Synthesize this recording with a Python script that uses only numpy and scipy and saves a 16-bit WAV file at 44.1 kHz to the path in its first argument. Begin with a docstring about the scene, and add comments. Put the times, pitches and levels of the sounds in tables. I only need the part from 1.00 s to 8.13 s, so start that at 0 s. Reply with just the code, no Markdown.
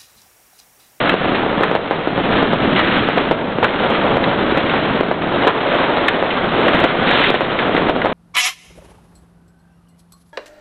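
"""Fireworks on a foggy night

Countless far bangs from all over town merge into a rolling barrage. Rockets crack overhead,
firecrackers burst close by and slap back from a house front, and one near shell fizzes.
A small camera with little treble ducks after every loud bang, recovers slowly and clips the peaks."""
import sys
import numpy as np
from scipy import signal
from scipy.io import wavfile
from scipy.ndimage import uniform_filter1d

SR = 44100
rng = np.random.default_rng(int(sys.argv[2]) if len(sys.argv) > 2 else 0)


def transcribe(u):
    """Save the signal u as a 16-bit wav file named by the first command-line argument.

    u: samples, shape (n,) or (channels, n), limited to [-1, 1]; the rate is SR.
    q: integer samples, one column per channel.
    """
    v = np.clip(np.atleast_2d(u).T, -1, 1)
    q = np.round(v * 32767).astype(np.int16)
    wavfile.write(sys.argv[1], SR, q)


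N = 314433

# The tone of the far bangs. Each row: frequency in Hz, level in dB.
TOWN_TONE = [(20, -17), (50, -15), (100, -9.5), (170, -2.5), (300, -1), (600, 1), (850, -3.5), (1400, -7),
             (2500, -14), (3300, -14), (4000, -20.5), (5000, -41)]
# The barrage's bass, booms of far shells. Each row: time in seconds, level in dB.
BOOM_LEVELS = [(0, -20.5), (.7, -25.5), (.9, -29), (1.08, -28), (1.25, -19.5), (1.78, -18.6), (2.2, -21.3),
               (2.75, -25.5), (3.1, -20.5), (3.7, -23.5), (4.45, -22), (4.65, -26.5), (5.35, -25.5),
               (5.75, -21.5), (6.05, -22.5), (6.45, -24.5), (6.8, -21.5), (7.13, -23)]
# Its middle, strings of firecrackers in the next streets. Each row: time in seconds, level in dB.
STRING_LEVELS = [(0, -13.5), (.2, -20.5), (.4, -18.5), (1.08, -25.5), (1.25, -18), (1.55, -19.5),
                 (2.7, -22), (2.95, -17), (3.249, -18.5), (4.15, -20), (4.78, -16.5), (5.35, -21),
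                 (5.62, -16.5), (5.9, -19), (6.15, -16), (6.45, -22.5), (6.65, -19), (7.13, -20)]
# Its treble, crackling firework stars. Each row: time in seconds, level in dB.
STAR_LEVELS = [(0, -20), (.5, -25.5), (1.08, -28.5), (1.35, -21), (1.58, -22.5), (1.95, -19.5), (2.55, -28),
               (2.95, -21), (3.2, -25), (3.75, -21.5), (4.15, -25), (4.65, -20.5), (5.35, -25.5),
               (5.8, -18.5), (6, -20.5), (6.239, -18), (6.42, -23), (7.13, -25.5)]
# Rockets overhead. Each row: start in seconds, level in dB, pitch in Hz, seconds to fade by 60 dB.
ROCKET_BURSTS = [(.048, -19, 1500, 0.67), (.094, -1.5, 1980, 0.023), (.346, -17, 1580, 0.25),
                 (.633, -8.5, 1230, .07), (1.76, -15, 1810, 0.45), (1.793, -7, 1150, .06),
                 (2.18, -10.5, 1100, 0.056), (2.641, -6.5, 1250, .09), (2.945, -15.5, 1500, 0.19),
                 (3.24, -6.5, 2100, .026), (3.695, -17.5, 2300, 0.082), (4.218, -18, 1900, .12),
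                 (4.473, -4, 1050, 0.17), (4.785, -15.5, 1200, 0.21), (5.082, -1, 1500, .04),
                 (5.304, -17.5, 2500, .13), (5.681, -8.5, 1600, 0.063), (5.83, -19.5, 2040, 0.17),
                 (6.109, -16.5, 1400, 0.18), (6.237, -10.5, 2000, .1), (6.347, -10, 2000, 0.086),
                 (6.588, -12, 1500, .09), (6.764, -11, 1700, 0.1), (7.017, -7.5, 1500, .028)]
# How long the street echoes. Each row: frequency in Hz, seconds to fade by 60 dB.
STREET_FADES = [(100, 0.25), (500, 1), (1500, 0.52), (4000, 0.31)]
# Close firecrackers. Each row: start in seconds, peak in dB, place from 0 (open street) to # 1 (house front),
# level of the sound the street scatters back in dB relative to the peak. # The row at 4.034 s is not a burst of
# its own but a second slap-back of the bang at 4.009 s.
CLOSE_CRACKERS = [(0.1406, 3, 0.062, -25), (0.2455, -4.5, 0.92, -16.5), (0.6092, -0.7, 0, -20),
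                  (0.7138, -2, 0.22, -14), (0.7519, 3.5, 0.9, -8.5), (0.9102, 1, 0.68, -8),
                  (1.0737, -2, 0, -15), (1.1783, -2.5, 0.76, -11), (1.4282, 0.7, 0.051, -23.5),
                  (1.5324, 0, 0.48, -16.5), (2.0881, 0.5, 0.42, -26.5), (2.1747, -0.5, 0.1, -3.5),
                  (2.3114, 4, 0.083, -4.5), (2.3178, 3, 0.61, -11.5), (2.5859, -2.5, 0, -28),
                  (2.6286, -0.5, 0.36, -0.5), (3.0661, -7.5, .1, -24), (3.1704, 0, 0.88, -19.5),
                  (3.5736, -1, 0.66, -7), (4.0093, 3.5, 0.15, -13.5), (4.0337, -0.5, .55, -17.5),
                  (4.1135, 3, 0.58, -12.5), (4.442, -4.5, 0.59, -21), (4.4492, -3.5, 0, -23),
                  (4.47, 3, 0.41, -2), (4.972, -2.5, 0.96, -14.5), (5.2259, -1, 0.79, -17),
                  (5.8399, 2.5, 0.18, 0.5), (6.3034, 0.5, 0.064, -24), (6.3427, 3, 0.55, -6),
                  (6.408, 3, 0.82, -10), (6.6949, -3, 0.091, -18), (6.7493, 0.5, 0.2, -9.5),
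                  (6.7785, -2, 0, -10), (6.8863, -5.5, 1, -7.5), (6.8961, -0.5, 0, -2),
                  (6.9631, -1.5, 0, -10), (7.0484, -0.8, 0.32, -11), (7.0581, 3, 0.86, -8)]

MIC_TOP_HZ = 4200  # the microphone passes little above this


def amp(db):
    """Turns decibels into a number to multiply by."""
    return 10 ** (np.asarray(db) / 20)


def evened(x):
    """Scales a sound to an average (rms) level of 1."""
    return x / np.sqrt(np.mean(x ** 2) + 1e-20)


def look_up(table, hz):
    """Reads between a table's rows, with the octaves evenly spaced."""
    row_hz, values = np.transpose(table)
    return np.interp(np.log(hz + 1), np.log(row_hz + 1), values)


def add(mix, start_s, sound):
    """Mixes a sound in at its start time."""
    part = mix[max(round(start_s * SR), 0):][:len(sound)]
    part += sound[:len(part)]


def ring(x, hz, q):
    """Keeps the sound around one pitch; a higher q makes the band narrower."""
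    return signal.lfilter(*signal.iirpeak(hz, max(q, hz / SR * 8), SR), x)


def lowpass(x, hz, size):
    """Cuts the sound above hz steeply, without delaying it."""
    return signal.oaconvolve(x, signal.firwin(size, hz, window=("kaiser", 8), fs=SR), "same")


def colour(x, gain, size=4096):
    """Scales each frequency by gain(hz). Nothing rings ahead of a bang, so it stays sharp."""
    hz = abs(np.fft.fftfreq(size, 1 / SR))
    log_gain = np.log(np.maximum(gain(hz), 1e-5))
    taps = np.fft.ifft(np.exp(np.conj(signal.hilbert(log_gain)))).real
    return signal.oaconvolve(x, taps[:size // 2])[:len(x)]


def smooth(x, lag_s):
    """Spreads every sudden jump into a fading tail."""
    kept = np.exp(-1 / (lag_s * SR))
    return signal.lfilter([1 - kept], [1, -kept], x)


def random_bangs(per_s, spread_db, smear_s, direct, roll_db, roll_s=0.068):
    """Each bang arrives directly, then as a cluster of reflections, then rolls between the houses."""
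    sizes = amp(spread_db * np.minimum(rng.exponential(1, N), 3))
    shots = sizes * (rng.random(N) < per_s / SR)
    cluster_power = smooth(shots ** 2, smear_s / 2)  # power fades twice as fast as the wave
    roll_power = smooth((amp(roll_db) * shots) ** 2, roll_s / 2)
    echoes = np.sqrt(cluster_power + roll_power) * rng.standard_normal(N)
    return evened(direct * shots + echoes)


def barrage(boom_hz=300, crackle_hz=1300):
    """The whole town: booms below, thuds from the next streets and crackling stars above."""
    bangs = random_bangs(per_s=460, spread_db=3.5, smear_s=0.017, direct=0.46, roll_db=-2)
    shells = random_bangs(per_s=220, spread_db=5, smear_s=0.0035, direct=0.7, roll_db=-2)
    thuds = random_bangs(per_s=70, spread_db=1, smear_s=0.0069, direct=1.5, roll_db=-6.5)
    stars = random_bangs(per_s=630, spread_db=4, smear_s=0.0082, direct=0.75, roll_db=-3)
    below = lambda hz, edge: 1 / np.sqrt(1 + (hz / edge) ** 8)
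    above = lambda hz, edge: np.sqrt(1 - below(hz, edge) ** 2)
    town = lambda hz: amp(look_up(TOWN_TONE, hz))
    din = bangs + 0.41 * ring(thuds, hz=476, q=0.77)
    bass = colour(din + 0.85 * shells, lambda hz: town(hz) * below(hz, boom_hz))
    middle = colour(din, lambda hz: town(hz) * above(hz, boom_hz) * below(hz, crackle_hz))
    treble = colour(bangs + 1.24 * stars, lambda hz: town(hz) * above(hz, crackle_hz))
    t, out = np.arange(N) / SR, np.zeros(N)
    for band, levels in (bass, BOOM_LEVELS), (middle, STRING_LEVELS), (treble, STAR_LEVELS):
        out += amp(np.interp(t, *np.transpose(levels))) * evened(band)
    return out


def rockets():
    """Bursts in the air, smeared by roofs and walls: a short loud rasp if near, a soft roll if far."""
    t, out = np.arange(SR) / SR, np.zeros(N)
    attack = 1 - np.exp(-t / 0.0008)
    for start_s, db, hz, fade_s in ROCKET_BURSTS:
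        noise = lowpass(rng.standard_normal(len(t)), MIC_TOP_HZ, size=101)
        rasp = evened(ring(noise, hz, q=1.7))
        add(out, start_s, rasp * attack * amp(db - 60 * t / fade_s))
    return out


def street_echoes(x, echoes_per_s=2500):
    """Sound bounces between the houses, and each frequency fades at its own speed."""
    bounces = rng.standard_normal(SR) * (rng.random(SR) < echoes_per_s / SR)
    hz, t, spectrum = signal.stft(bounces, SR, nperseg=256)
    fade = amp(-60 * t / look_up(STREET_FADES, hz)[:, None])
    build_up = 1 - np.exp(-t / 0.0067)
    tail = signal.istft(spectrum * fade * build_up, SR, nperseg=256)[1]
    return signal.oaconvolve(x, tail / np.linalg.norm(tail))[:N]


def firecrackers(wall_delay_s=0.011):
    """A shock, a suction and one rebound of the microphone; the street and a house throw it back."""
    t, out = np.arange(5000) / SR, np.zeros(N)
    for start_s, peak_db, place, scatter_db in CLOSE_CRACKERS:
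        # nearer the house front, the blast is higher and its slap-back louder
        hz = np.interp(place, [0, 1], [352, 532])
        slap_db = np.interp(place, [0, 1], [-23.5, -2])
        shock_age = 2 * np.pi * hz * t * 1.165
        shock = (1 - shock_age) * np.exp(-shock_age)
        swing = ring(shock, hz, q=1.12)
        # the small microphone passes little bass, which makes the suction the deepest swing
        blast = signal.lfilter(*signal.butter(1, hz * 0.7, "high", fs=SR), swing) + 0.012 * shock
        blast *= amp(peak_db) / abs(blast).max()
        noise = lowpass(rng.standard_normal(len(t)), MIC_TOP_HZ, size=101)
        rattle = evened(ring(noise, hz * 1.19, q=1.4))
        scatter = 0.59 * rattle * np.exp(-t / 0.016) * (1 - np.exp(-t / 0.0012))
        add(out, start_s, blast + amp(peak_db + scatter_db) * scatter)
        add(out, start_s + wall_delay_s, amp(slap_db) * blast)
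    return out


def fizzing_shell(start_s=6.06, length_s=0.28, rise_s=0.012, fall_s=0.044):
    """A near shell scatters a cloud of tiny pops, which holds briefly and burns out."""
    t = np.arange(N) / SR - start_s
    burning = np.clip(np.minimum(t / rise_s, (length_s - t) / fall_s), 0, 1)
    pops = random_bangs(per_s=500, spread_db=0.5, smear_s=0.0036, direct=0.39, roll_db=1)
    crackle = ring(lowpass(pops, MIC_TOP_HZ, size=101), hz=3080, q=1.1)
    return amp(-20) * burning * evened(crackle)


def limiter(x, limit_db, recovery_db_per_s, attack_s):
    """A bang over the limit quickly pulls the volume down; then it creeps back up."""
    power_db = 10 * np.log10(abs(uniform_filter1d(x ** 2, size=80)) + 1e-12)
    over_db = np.maximum(power_db - limit_db, 0)
    recovery_db = np.arange(N) * recovery_db_per_s / SR
    held_db = np.maximum.accumulate(over_db + recovery_db) - recovery_db
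    return x / amp(smooth(held_db, attack_s))


def scene():
    """The close bursts and their street echoes over the barrage of the whole town."""
    near = firecrackers() + rockets()
    return (barrage() + fizzing_shell() + near + amp(-13.5) * street_echoes(near))[None]


def record(dry):
    """The camera cuts the treble, ducks after loud bangs and flattens the peaks twice."""
    dulled = lowpass(dry[0], hz=4700, size=201)
    ducked = limiter(dulled, limit_db=-5.5, recovery_db_per_s=18.5, attack_s=0.0047)
    overloaded = np.clip(ducked, -0.68, 0.7)
    narrow = lowpass(overloaded, MIC_TOP_HZ, size=151)
    flattened = np.clip(narrow, -0.67, 0.75)  # the suction side hits its limit first
    return lowpass(flattened, hz=15800, size=255)[None]


dry = scene()
out = record(dry)
transcribe(out)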